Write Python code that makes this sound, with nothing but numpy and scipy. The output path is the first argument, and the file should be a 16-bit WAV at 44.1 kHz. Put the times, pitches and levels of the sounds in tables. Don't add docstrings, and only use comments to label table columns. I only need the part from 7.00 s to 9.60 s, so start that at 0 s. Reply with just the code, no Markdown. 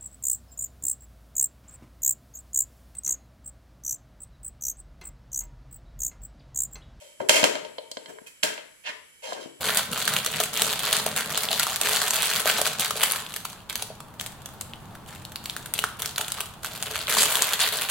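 import sys
import numpy as np
from scipy import signal
from scipy.fft import rfft, irfft
from scipy.io import wavfile

SR = 44100
rng = np.random.default_rng(int(sys.argv[2]) if len(sys.argv) > 2 else 0)


def bounce(signal):
    frames = np.transpose(np.atleast_2d(signal))
    limited = np.clip(frames, -1, 1)
    pcm = np.round(limited * 32767).astype(np.int16)
    wavfile.write(sys.argv[1], SR, pcm)


N = 114660
TIME = np.arange(N) / SR


def from_db(db):
    return 10 ** (np.asarray(db) / 20)


def unit_energy(x):
    return x / np.sqrt(np.sum(x ** 2, axis=-1, keepdims=True) + 1e-20)


def at_hz(points, hz):
    table_hz, values = np.transpose(points)
    return np.interp(np.log(np.maximum(hz, 1)), np.log(table_hz), values)


def convolve(x, response):
    full = signal.fftconvolve(np.atleast_2d(x), np.atleast_2d(response), axes=-1)
    return full[:, :np.shape(x)[-1]]


def high_pass(x, cutoff_hz):
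    return signal.sosfilt(signal.butter(2, cutoff_hz, "high", fs=SR, output="sos"), x)


def pulse(points, share=1, size=2048):
    spectrum_db = share * at_hz(points, np.fft.rfftfreq(size, 1 / SR))
    cepstrum = irfft(np.log(from_db(spectrum_db)))
    cepstrum[1:size // 2] *= 2
    cepstrum[size // 2 + 1:] = 0
    return irfft(np.exp(rfft(cepstrum)))


def add(out, start_s, x):
    i = max(int(start_s * SR), 0)
    out[i:i + len(x)] += x[:max(N - i, 0)]


def dying_noise(t60_at, size, build_s, alike_hz):
    t = TIME[:size]
    edges_hz = np.geomspace(40, 18000, 19)
    out = 0
    for low, high in zip(edges_hz, edges_hz[1:]):
        hz = np.sqrt(low * high)
        band = signal.butter(2, [low, high], "band", fs=SR, output="sos")
        noise = rng.standard_normal((2, 2 * len(t)))
        common, opposed = signal.sosfilt(band, noise)[:, len(t):]
        alike = 1 / (1 + (hz / alike_hz) ** 4)
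        pair = np.sqrt(1 + alike) * common + np.sqrt(1 - alike) * opposed * [[1], [-1]]
        envelope = from_db(-60 * t / t60_at(hz)) * (1 - np.exp(-t / build_s))
        out = out + unit_energy(pair * envelope) * np.sqrt(2 * (high - low) / SR)
    return out


LEFT_LAG_S = .00098


def microphones(x, balance):
    colours = [pulse(balance, 0.76), pulse(balance, -0.74)]
    left, right = convolve(np.broadcast_to(x, (2, N)), colours)
    return np.array([np.interp(TIME - LEFT_LAG_S, TIME, left, left=0), right])


# (freq_hz, relative_level_db)
AIR_SPECTRUM = [(24, -87), (40, -11), (542, -6), (733, -19.5), (1180, -15.5), (1590, -7.5), (3060, -8.5),
                (3560, -12), (10700, -8), (16000, -36.5)]
# (freq_hz, balance_db)
AIR_BALANCE = [(100, 8), (600, -5), (1200, -8.5), (7000, 5.5), (11000, -10)]
# (freq_hz, rms_level_db)
BUZZ_LINES = [(2280, -68), (3120, -65), (7620, -69), (7740, -68), (10980, -74)]
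AIR_DB, BUZZ_WAVER = -59.5, .4


def background():
    noise = rng.standard_normal((2, N)) + 0.94 * rng.standard_normal(N)
    air = unit_energy(convolve(noise, pulse(AIR_SPECTRUM))) * np.sqrt(N)
    out = from_db(AIR_DB) * air
    waver_s = np.linspace(0, N / SR, 30)
    for hz, level_db in BUZZ_LINES:
        waver = 1 + BUZZ_WAVER * np.interp(TIME, waver_s, rng.standard_normal(30))
        line = np.sin(2 * np.pi * (hz * TIME + rng.random((2, 1))))
        out = out + from_db(level_db) * np.sqrt(2) * waver * line
    return microphones(out, AIR_BALANCE)


# (freq_hz, t60_s)
ROOM_T60 = [(100, 1.5), (300, 0.38), (1840, 0.6142), (4850, 0.4163), (12800, 0.31)]
# (freq_hz, level_db)
ROOM_COLOUR = [(100, -10), (400, 3.5), (650, -1.5), (1200, -6.5), (3000, -6.5), (7000, -3.5), (14000, -4.5)]
ROOM_ONSET_S, ROOM_BUILD_S, ROOM_ALIKE_HZ = .004, 0.016, 650


def garage(x):
    tail = dying_noise(lambda hz: at_hz(ROOM_T60, hz), 2 * SR // 3, ROOM_BUILD_S, ROOM_ALIKE_HZ)
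    tail = convolve(tail, pulse(ROOM_COLOUR))
    tail = np.pad(tail, ((0, 0), (int(ROOM_ONSET_S * SR), 0)))
    return convolve(x, tail)


FIRST_WAVE_DB, CRACK_DB, PANEL_DB = -9, -0.5, -3
CRACK_T60_S, PANEL_T60_S = 0.015, 0.13


def close_by(x):
    crack = dying_noise(lambda hz: CRACK_T60_S, size=SR // 8, build_s=0.00019, alike_hz=3360)
    panels = dying_noise(lambda hz: PANEL_T60_S, size=SR // 8, build_s=0.0027, alike_hz=1320)
    rings = from_db(CRACK_DB) * crack + from_db(PANEL_DB) * panels
    return from_db(FIRST_WAVE_DB) * x + convolve(x, rings)


def mode(hz, t60_s):
    t = TIME[:SR // 2]
    return from_db(-60 * t / t60_s) * np.cos(2 * np.pi * hz * t)


def resonance(hz, t60_s):
    return 2 * np.log(1000) / (t60_s * SR) * mode(hz, t60_s)


T60_AT_1KHZ_S = 0.044


def part(hz):
    return resonance(hz, T60_AT_1KHZ_S * np.sqrt(hz / 1000))


FORCE_HZ = [150, 550, 1700, 4000, 9000]
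TOP_LOSS_DB = 3


def contact(force_db):
    top_slope_db = min(force_db[-1] - force_db[-2], 0)
    top = (2 * FORCE_HZ[-1], force_db[-1] + top_slope_db - TOP_LOSS_DB)
    return pulse([*zip(FORCE_HZ, force_db), top])


# (freq_hz, gain_db, t60_s)
MODES = [(148.9, 2, 0.58), (289, -0.5, 0.11), (448.4, -1.5, 0.084), (528, -6, .12), (575.5, -3.5, 0.096),
         (615, 3.5, 0.1), (919.6, 10.5, .11), (1002, -0.5, 0.11), (1590, -1, .11), (2050, -0.5, 0.19),
         (3142, 4, 0.064), (4236, 2.5, 0.069), (7540, 4.5, 0.064)]
# (freq_hz, gain_db)
PANEL_COLOUR = [(120, -10.5), (250, -1), (600, 5.5), (800, -3.5), (1000, -0.5), (1270, 0), (1700, 1.5),
                (3100, 4.5), (3700, 1), (7500, 1), (16000, -15)]
MODE_SPREAD_DB, RADIATES_ABOVE_HZ = 2.5, 122


def toaster(force_db, ring=0, modes_db=0):
    response = ring + signal.unit_impulse(SR // 2)
    for hz, gain_db, t60_s in MODES:
        spread_db = MODE_SPREAD_DB * rng.standard_normal()
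        response = response + from_db(gain_db + modes_db + spread_db) * resonance(hz, t60_s)
    response = high_pass(response, RADIATES_ABOVE_HZ)
    coloured = convolve(response, pulse(PANEL_COLOUR))
    return convolve(coloured, contact(force_db))[0]


# (start_s, part_ring_hz,
# force_150hz_db, force_550hz_db, force_1700hz_db, force_4000hz_db, force_9000hz_db)
TICKS = [(.7832, 3064, -20, 6, -10.5, 0.5, -39), (.915, 4730, -14, -6, -17.5, -0.5, -5.5),
         (.970, 1552, -1, 2.5, -6, -1.5, -21.5), (1.059, 2020, -24, -15, -11.5, -9, -30),
         (1.186, 950, -33, -18, -5.5, -28, -40), (1.216, 150, -12, -15.5, -56, -56, -50),
         (2.3225, 752, -18, 6.5, 2, -49, -21), (2.458, 356, 2.5, -6, -20, -48, -49)]
TICK_T60_S, TICK_ROOM_DB, TICK_MODES_DB, TICK_RING_DB = 0.025, -7, 4.5, 9.5
TICK_BODY_DB, TICK_CRACK_DB = -6, -5


def ticks():
    body = np.zeros(N)
    for start_s, ring_hz, *force_db in TICKS:
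        ring = from_db(TICK_RING_DB) * part(ring_hz)
        add(body, start_s, toaster(force_db, ring, TICK_MODES_DB))
    crack = dying_noise(lambda hz: TICK_T60_S, size=SR // 8, build_s=0.00027, alike_hz=3550)
    direct = from_db(TICK_BODY_DB) * body + from_db(TICK_CRACK_DB) * convolve(body, crack)
    return direct, from_db(TICK_ROOM_DB) * garage(body)


# (start_s, strongest_s, end_s, part_ring_hz,
# force_150hz_db, force_550hz_db, force_1700hz_db, force_4000hz_db, force_9000hz_db)
SCRAPES = [(-.1, .02, 0.16, 580, -60, -53.5, -58.5, -51, -54.5),
           (.194, .204, 0.24, 393, -25, -33, -42, -48.5, -53),
           (.295, .352, 0.44, 2190, -28, -20.5, -19.5, -21.5, -24),
           (1.06, 1.10, 1.111, 445, -41, -42.5, -42.5, -54, -49.5),
           (1.262, 1.266, 1.305, 2550, -55, -59, -45.5, -47.5, -42.5),
           (1.435, 1.445, 1.565, 2740, -34.5, -37.5, -25, -43, -43),
           (1.836, 1.872, 1.908, 1814, -56, -37.5, -29, -30.5, -50.5),
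           (1.862, 1.908, 1.904, 1006, -42.5, -34.5, -25, -35.5, -43.5),
           (2.218, 2.238, 2.29, 510, -68, -37, -39, -38, -43.5),
           (2.25, 2.29, 2.364, 790, -45, -33.5, -38, -35, -41.5),
           (2.345, 2.368, 2.43, 350, -37.5, -35, -36, -54, -54),
           (2.39, 2.412, 2.467, 980, -73, -49, -44, -40, -47)]
SLIPS_PER_S, SLIP_SPREAD_DB, SCRAPE_RING_DB = 1100, 2.5, 10.5


def scrapes(rows):
    out = np.zeros(N)
    for start_s, strongest_s, end_s, ring_hz, *force_db in rows:
        sizes_db = SLIP_SPREAD_DB * np.minimum(rng.exponential(1, N), 4)
        sizes = from_db(sizes_db) * rng.choice([-1, 1], N)
        happens = rng.random(N) < SLIPS_PER_S / SR
        slips = unit_energy(sizes * happens) * np.sqrt(N)
        press = np.interp(TIME, [start_s, strongest_s, end_s], [0, 1, 0])
        ring = from_db(SCRAPE_RING_DB) * part(ring_hz)
        out += convolve(slips * press, toaster(force_db, ring))[0]
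    return out


# (start_s,
# force_150hz_db, force_550hz_db, force_1700hz_db, force_4000hz_db, force_9000hz_db)
KNOCKS = [(.2025, -14.5, 8, -3, -30, -40), (.2145, -3, 2.5, -25, -20, -26), (.245, -1, -14, -29, -37, -39),
          (.2875, 3, -38, 4, -4, 3.5), (.2937, 9.5, 14, 17, 16.5, 14), (.4295, 13.5, 14.5, 5, 7.5, -5),
          (.440, 9.5, 16, 15, 12, 8.5), (.553, -8, 5, -1, -4, -13), (.649, -16, -2.5, -14, -11, -25),
          (1.4295, -44, -28, -1, 1, -8), (1.4328, -3, -2, 8.5, 11.5, 4), (1.439, 1, 5.5, -6, -20, 5),
          (1.578, -23, -6.5, -6, -11, -32), (2.3305, -11, -11, -15, -4.5, -13.5)]


def knocks(rows):
    out = np.zeros(N)
    for start_s, *force_db in rows:
        add(out, start_s, toaster(force_db))
    return out


# (freq_hz, balance_db)
DIRECT_BALANCE = [(300, 8), (650, 7), (1200, -4.5), (4000, -1), (7500, 1.5), (10000, -8.5)]
# (freq_hz, balance_db)
ROOM_BALANCE = [(600, 4.5), (3000, 6), (5000, -2.5), (7500, 8.5), (9500, -8.5)]


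def scene(draws=2):
    direct, echoes = ticks()
    for draw in range(draws):
        body = knocks(KNOCKS[draw::draws]) + scrapes(SCRAPES[draw::draws])
        direct = direct + close_by(body)
        echoes = echoes + garage(body)
    toaster_sound = microphones(direct, DIRECT_BALANCE) + microphones(echoes, ROOM_BALANCE)
    return toaster_sound + background()


CUTOFF_HZ = 16200


def record(dry):
    rounded = dry / (1 + dry ** 4) ** .25
    low_pass = signal.ellip(10, .2, 70, CUTOFF_HZ, fs=SR, output="sos")
    return signal.sosfilt(low_pass, rounded)


dry = scene()
out = record(dry)
bounce(out)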